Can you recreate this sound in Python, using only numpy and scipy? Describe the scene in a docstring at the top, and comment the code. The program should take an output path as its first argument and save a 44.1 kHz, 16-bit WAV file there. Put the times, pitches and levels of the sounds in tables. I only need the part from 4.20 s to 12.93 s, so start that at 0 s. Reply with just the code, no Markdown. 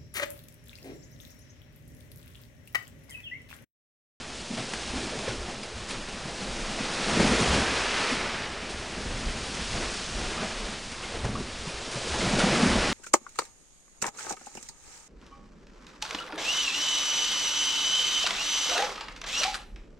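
"""Water gurgles and splashes in a rocky sea cave, then swells surge in and break on the shingle.
Pockets of trapped air slosh and gulp, foam seethes over the pebbles, spray hisses, and underneath
the water mass booms in the cave air. One microphone: near bubbles ring singly, distant ones merge
into a wash, and the rock walls smear the splashes, gulps and ringing booms a little."""
import sys
import numpy as np
from scipy import signal
from scipy.fft import rfft, irfft, next_fast_len
from scipy.io import wavfile

SR = 44100
rng = np.random.default_rng(int(sys.argv[2]) if len(sys.argv) > 2 else 0)


def materialize(psi):
    """Save the field psi as 16-bit PCM at rate SR to the path in sys.argv[1].

    A 1-D psi becomes a single channel; in a 2-D psi each row is a channel.
    """
    bounded = np.clip(np.atleast_2d(psi).T, -1, 1)
    quanta = np.round(bounded * 32767).astype(np.int16)
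    wavfile.write(sys.argv[1], SR, quanta)


N = 384988

# churning water: t/s, slosh of large air pockets/dB, gurgle of smaller ones/dB
CHURN_LEVELS = [(0.0, -46.5, -47), (0.58, -46.5, -42), (1.0, -45, -42.5), (1.58, -49, -46),
                (2.89, -38.5, -36), (3.06, -33, -31), (3.23, -32.5, -28), (3.55, -44.5, -37),
                (4.01, -38.5, -37.5), (4.3, -46, -42.5), (4.6, -46.5, -41.5), (4.84, -40, -40.5),
                (5.91, -44.5, -45.5), (6.15, -51, -40), (6.61, -44.5, -47), (7.15, -51, -48.5),
                (7.76, -49, -41), (8.12, -31.5, -31), (8.24, -28, -28.5), (8.41, -26, -28),
                (8.58, -31.5, -28.5), (8.73, -29.5, -33.5)]
# white water: t/s, foam on the shingle/dB, fine spray/dB
WHITE_WATER_LEVELS = [(0.0, -43.5, -44.5), (0.34, -46.5, -41.5), (0.58, -40.5, -39), (0.95, -42, -40),
                      (1.41, -47, -46), (1.73, -45, -45.5), (2.48, -39.5, -38.5), (2.63, -36.5, -38.5),
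                      (2.89, -32, -34), (3.09, -28.5, -33.5), (3.21, -29.5, -30.5), (3.5, -29.5, -35.5),
                      (3.84, -30, -36.5), (4.23, -35, -44), (4.38, -39.5, -45.5), (4.71, -40.5, -43),
                      (5.54, -39, -36.5), (5.93, -40.5, -38), (6.2, -37, -39), (6.64, -44, -42.5),
                      (7.1, -43, -45.5), (7.34, -44, -42.5), (7.73, -43.5, -40), (8.0, -35, -34.5),
                      (8.09, -33, -35), (8.34, -29, -32), (8.73, -30.5, -35.5)]
# wavelets slapping over the stones, at their peaks: t/s, slosh/dB, gurgle/dB, foam/dB
WAVELET_SLAPS = [(.32, -45, -55, -54), (.39, -37.5, -43, -44), (.78, -46, -39, -40.5), (.87, -39, -53, -55),
                 (1.09, -36.5, -37, -37.5), (1.3, -44, -42, -43), (1.43, -50, -51, -51),
                 (1.6, -51, -60, -46), (1.75, -38.5, -49, -42.5), (2.06, -40, -46, -56),
                 (2.23, -41, -44, -52), (2.6, -42, -53, -46), (2.9, -34, -31.5, -34),
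                 (3.03, -24.5, -29, -30.5), (3.35, -29.5, -29, -31.5), (3.57, -43, -35, -39),
                 (3.82, -49, -36, -36), (3.91, -43, -36, -34.5), (5.57, -42, -40.5, -43),
                 (5.63, -43, -38, -43), (6.01, -37.5, -37, -43), (6.2, -38, -45, -50),
                 (6.25, -40, -40, -50), (6.47, -48, -40.5, -42.5), (6.83, -50, -45, -44.5),
                 (6.95, -52, -38.5, -42.5), (7.05, -39.5, -41, -47), (7.17, -35, -40.5, -53),
                 (7.49, -51, -46, -48), (7.76, -44, -45, -40), (8.03, -31, -36, -36.5),
                 (8.24, -37, -34, -41), (8.43, -34, -31, -38)]
# splashes on rock: t/s, level/dB, f/Hz, rise/s, time to fall 60 dB/s
ROCK_SPLASHES = [(0.369, -29, 2500, .012, 0.16), (.52, -37, 4500, .0005, .03),
                 (0.5353, -19.5, 2600, 0.00055, 0.016), (0.537, -34, 2500, 0.0011, .1),
                 (.829, -39, 3000, .002, 0.063), (0.988, -27, 2000, 0.0011, 0.033),
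                 (1.072, -31, 900, 0.0035, 0.073), (1.43, -36, 3500, 0.0016, .1),
                 (1.68, -29, 5000, 0.018, .2), (1.706, -28.5, 3500, .002, 0.077),
                 (1.885, -35, 4000, .002, .06), (2.994, -16, 500, .004, 0.095),
                 (4.49, -34.5, 6000, .01, 0.16), (5.57, -26.5, 400, .01, 0.11),
                 (5.624, -27, 800, .005, 0.088), (6.226, -26, 700, .005, 0.092),
                 (6.715, -34, 4000, .002, .06), (6.831, -33, 2000, .006, 0.11),
                 (6.919, -35, 4000, 0.0023, 0.042), (7.042, -25.5, 600, .004, 0.12),
                 (7.48, -36, 2500, 0.0073, 0.099), (7.71, -31, 4000, .01, 0.23),
                 (7.938, -26.5, 1200, .003, 0.11), (8.187, -20, 2500, .004, 0.14)]
# air pockets gulping, drops plopping, low ringing booms of the cave air: t/s, peak/dB, starting f/Hz
GULPS_AND_BOOMS = [(.2049, -39, 4263), (.3035, -27.5, 216), (.33, -31, 210), (.3791, -33, 646),
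                   (0.384, -33, 120), (.4834, -38, 480), (.732, -32, 238), (.7526, -29, 250),
                   (.828, -34, 370), (.921, -32, 610), (.97, -37, 135), (1.084, -31, 112), (1.155, -38, 65),
                   (.9517, -32, 427), (1.0763, -26.5, 504), (1.2839, -35, 710), (1.4309, -34, 4800),
                   (1.73, -36, 375), (2.2232, -30, 210), (2.32, -36, 38), (2.87, -27, 204),
                   (2.9956, -16.5, 184), (2.9961, -32, 594), (3.13, -29, 55), (3.29, -27, 64),
                   (3.3201, -25, 580), (3.36, -33, 64), (3.326, -24, 173), (3.369, -36, 256),
                   (3.8329, -31, 4300), (3.915, -27, 249), (4.86, -34, 31), (4.92, -37, 32),
                   (4.931, -35, 109), (5.03, -29.5, 32), (5.05, -30.5, 62.4), (5.551, -34, 674),
                   (5.603, -32, 334), (5.625, -32, 620), (6.1753, -32.5, 1227), (6.1942, -44, 210),
                   (6.228, -34, 660), (6.8439, -34, 2060), (7.0418, -26, 110), (7.1529, -27, 1130),
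                   (7.163, -35, 1240), (7.2042, -30.5, 370), (7.466, -32, 156), (7.4929, -35, 2433),
                   (7.75, -30.5, 134), (7.7692, -30, 550), (8.0079, -29, 2050), (8.1999, -21, 1350),
                   (8.2332, -16.5, 192), (8.3818, -21, 195), (8.552, -18.5, 219)]
# swells thudding into the cave mouth, at their peaks: t/s, fall/s, deep heave/dB, boom/dB
SWELL_THUDS = [(.73, 0.071, -47, -38), (1.17, 0.059, -53, -37), (1.9, 0.092, -48, -47),
               (2.34, 0.15, -37, -52), (2.87, .05, -46, -60), (3.04, 0.07, -35, -32.5),
               (3.31, 0.1, -46, -32.5), (4.25, .08, -55, -43.5), (4.88, .2, -43, -38.5),
               (5.15, 0.073, -42, -41.5), (5.55, 0.076, -41.5, -34), (5.96, .1, -39, -38.5),
               (7.05, 0.071, -39, -33.5), (7.4, .15, -43, -48), (7.94, .08, -44, -36.5),
               (8.08, 0.17, -37, -43), (8.56, 0.053, -35, -32.5)]
# the colour of each layer: f/Hz, relative level/dB
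SLOSH_SPECTRUM = [(60, -26), (110, -2.5), (170, -1.5), (218, 3.5), (265, 0.5), (340, -12.5), (600, -37)]
GURGLE_SPECTRUM = [(200, -36), (330, 1), (450, 0), (620, -1), (850, -5), (1200, -12), (2500, -26)]
FOAM_SPECTRUM = [(400, -22.5), (800, -6), (1200, -2), (1700, -2), (2600, -4), (3600, -9), (5500, -13.5),
                 (11000, -47)]
SPRAY_SPECTRUM = [(1200, -33), (2500, -4), (3600, -2.5), (5000, -3), (6500, -6), (8000, -9), (11000, -15)]
HEAVE_SPECTRUM = [(15, -5), (27, 7), (38, 5), (50, -2.5), (90, -49)]
BOOM_SPECTRUM = [(30, -32.5), (48, -4), (64, -1.5), (85, -8), (120, -12.5), (250, -47)]

SLAP_SPRAY_DB = -2.5   # spray thrown by a slap, against its foam
RING_SHORTEST_S, RING_CYCLES, RING_GLIDE = .0027, 1.05, .015   # glide: log pitch ratio per swell time
HEAVE_REST_DB, BOOM_REST_DB, RUMBLE_WAVER_DB = -54, -54.5, 5.5   # rumble between thuds
CAVE_T60_S, ROCK_CUT_HZ, CAVE_DB = .29, 7500, -12
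PREAMP_OFFSET, CUTOFF_HZ = .0026, 10130


def churn(slosh_slaps, gurgle_slaps):
    """Air trapped in the churning water rings: large pockets slosh, smaller ones gurgle."""
    slosh_db, gurgle_db = in_time(CHURN_LEVELS)
    slosh = bubbles(SLOSH_SPECTRUM, per_s=700, cycles=2.8, spread_db=3.7, far_share=.68, clump_db=-2.6)
    gurgle = bubbles(GURGLE_SPECTRUM, per_s=900, cycles=16.4, spread_db=3.2, far_share=.75, clump_db=.15)
    return gain(slosh_db, slosh_slaps) * slosh + gain(gurgle_db, gurgle_slaps) * gurgle


def white_water(foam_slaps):
    """Small bubbles burst by the thousand: foam seethes on the shingle and spray hisses above it."""
    foam_db, spray_db = in_time(WHITE_WATER_LEVELS)
    foam = bubbles(FOAM_SPECTRUM, per_s=4000, cycles=4.3, spread_db=1.3, far_share=.77, clump_db=.83)
    spray = bubbles(SPRAY_SPECTRUM, per_s=9000, cycles=7.3, spread_db=3, far_share=.72, clump_db=.6)
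    thrown = foam_slaps * from_db(SLAP_SPRAY_DB) ** 2
    return gain(foam_db, foam_slaps) * foam + gain(spray_db, thrown) * spray


def bubbles(spectrum, per_s, cycles, spread_db, far_share, clump_db):
    """Near bubbles burst at random and ring down 60 dB in `cycles`; far ones merge into noise. Rms 1."""
    sizes = from_db(spread_db * np.minimum(rng.exponential(1, N), 4)) * rng.choice([-1, 1], N)
    born = rng.random(N) < per_s / SR
    pitch_index = rng.integers(0, 14, N)
    ringing = 0
    for k, hz in enumerate(np.geomspace(spectrum[0][0], spectrum[-1][0], 14)):
        decay = from_db(-60 * hz / (cycles * SR))
        resonator = [1, -2 * decay * np.cos(2 * np.pi * hz / SR), decay * decay]
        kicks = sizes * born * (pitch_index == k) + 1e-18
        ringing += np.sqrt(hz) * rms_one(signal.lfilter([1, 0, -1], resonator, kicks))   # even power/Hz
    near = np.sqrt(1 - far_share) * coloured(ringing, spectrum)
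    far = np.sqrt(far_share) * coloured(rng.standard_normal(N), spectrum)
    clumping = from_db(clump_db * drift(18))
    return rms_one((near + far) * clumping)


def slaps():
    """Wavelets slap over the stones and set the trapped air going: power of slosh, gurgle and foam."""
    times, *peaks_db = np.transpose(WAVELET_SLAPS)
    return bursts(times, peaks_db, rise_s=.029, fall_s=.038)


def splashes():
    """Water hits rock: a band of noise rises fast and dies away; the shortest ones crack."""
    out, t = np.zeros(N), np.arange(SR // 2) / SR
    for s, level_db, hz, rise_s, t60_s in ROCK_SPLASHES:
        start = round(s * SR)
        band = signal.butter(1, [hz / 3.6, hz * 1.26], "band", fs=SR, output="sos")
        noise = rms_one(signal.sosfilt(band, rng.standard_normal(len(t))))
        envelope = from_db(level_db - 60 * t / t60_s) * (1 - np.exp(-t / rise_s))
        out[start:start + len(t)] += (envelope * noise)[:N - start]
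    return out


def gulps_and_booms():
    """Air pockets gulp, drops plop, the cave air booms low: each a slightly rising tone that dies away."""
    out, t = np.zeros(N), np.arange(SR // 5) / SR
    for s, level_db, hz in GULPS_AND_BOOMS:
        start = round(s * SR)
        swell_s = RING_SHORTEST_S + RING_CYCLES / hz   # low tones are slower
        age = t / swell_s
        pitch_hz = hz * np.exp(RING_GLIDE * np.minimum(age, 4))
        tone = np.sin(2 * np.pi * np.cumsum(pitch_hz) / SR)
        envelope = from_db(level_db) * age * np.exp((1 - age ** 1.5) / 1.5)
        out[start:start + len(t)] += (envelope * tone)[:N - start]
    return out


def swell_rumble():
    """Swells thud into the cave mouth and the air inside heaves and booms; between thuds it rumbles."""
    times, fall_s, *peaks_db = np.transpose(SWELL_THUDS)
    heave_thuds, boom_thuds = bursts(times, peaks_db, rise_s=.045, fall_s=fall_s)
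    heave_gain = gain(HEAVE_REST_DB + RUMBLE_WAVER_DB * drift(1.5), heave_thuds)
    heave = coloured(rng.standard_normal(N), HEAVE_SPECTRUM)
    boom_gain = gain(BOOM_REST_DB + RUMBLE_WAVER_DB * drift(2.7), boom_thuds)
    boom = coloured(rng.standard_normal(N), BOOM_SPECTRUM)
    return heave_gain * heave + boom_gain * boom


def cave_echo(x):
    """The walls return a dense tail, 8 ms behind the direct sound and dulled by the wet stone."""
    t = np.arange(SR) / SR
    tail = rng.standard_normal(SR) * from_db(-60 * t / CAVE_T60_S) * (t > .008)
    tail = signal.sosfilt(signal.butter(1, ROCK_CUT_HZ, fs=SR, output="sos"), tail)
    return signal.fftconvolve(x, tail / np.sqrt(np.sum(tail ** 2)))[:N]


def bursts(times, peaks_db, rise_s, fall_s):
    """Power envelopes, one per dB column: each event climbs to its peak and falls away."""
    grid = np.arange(0, N + 100, 100)
    since_peak = grid[:, None] / SR - times
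    shapes = np.exp(-np.where(since_peak < 0, -since_peak / rise_s, since_peak / fall_s))
    return [np.interp(np.arange(N), grid, shapes @ from_db(db) ** 2) for db in peaks_db]


def gain(steady_db, burst_power):
    """Amplitude of a steady part with bursts on top."""
    return np.sqrt(from_db(steady_db) ** 2 + burst_power)


def drift(rate_hz):
    """Slow random wander: coarse noise through two one-pole low-passes; rms 1."""
    step, run_in = 40, 2000
    pole = np.exp(-2 * np.pi * rate_hz * step / SR)
    noise = rng.standard_normal(N // step + run_in + 2)
    slow = signal.lfilter([1], [1, -2 * pole, pole * pole], noise)[run_in:]
    return np.interp(np.arange(N) / step, np.arange(len(slow)), rms_one(slow))


def coloured(x, spectrum):
    """Shape a sound by a spectrum drawn on a log-frequency axis; rms 1."""
    size = next_fast_len(N)
    hz = np.arange(size // 2 + 1) * SR / size + 1
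    points_hz, points_db = np.transpose(spectrum)
    gain_db = np.interp(np.log(hz), np.log(points_hz), points_db, left=-90)
    return rms_one(irfft(rfft(x, size) * from_db(gain_db), size)[:N])


def in_time(rows):
    """One curve per level column, joining its points in time."""
    times, *columns = np.transpose(rows)
    return [np.interp(np.arange(N) / SR, times, column) for column in columns]


def from_db(db):
    return 10 ** (np.asarray(db) / 20)


def rms_one(x):
    return x / np.sqrt(np.mean(x ** 2) + 1e-20)


def scene():
    """The water and the echoes of its single events at one microphone, the same on both channels."""
    rumble = swell_rumble()
    slosh_slaps, gurgle_slaps, foam_slaps = slaps()
    surf = churn(slosh_slaps, gurgle_slaps) + white_water(foam_slaps)
    events = splashes() + gulps_and_booms()
    water = surf + events + rumble + from_db(CAVE_DB) * cave_echo(events)
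    return np.array([water, water])


def record(dry):
    """The microphone's preamplifier sits slightly off zero, and the top is cut steeply."""
    low_pass = signal.ellip(14, .3, 85, CUTOFF_HZ, fs=SR, output="sos")
    return signal.sosfilt(low_pass, dry + PREAMP_OFFSET)


dry = scene()
out = record(dry)
materialize(out)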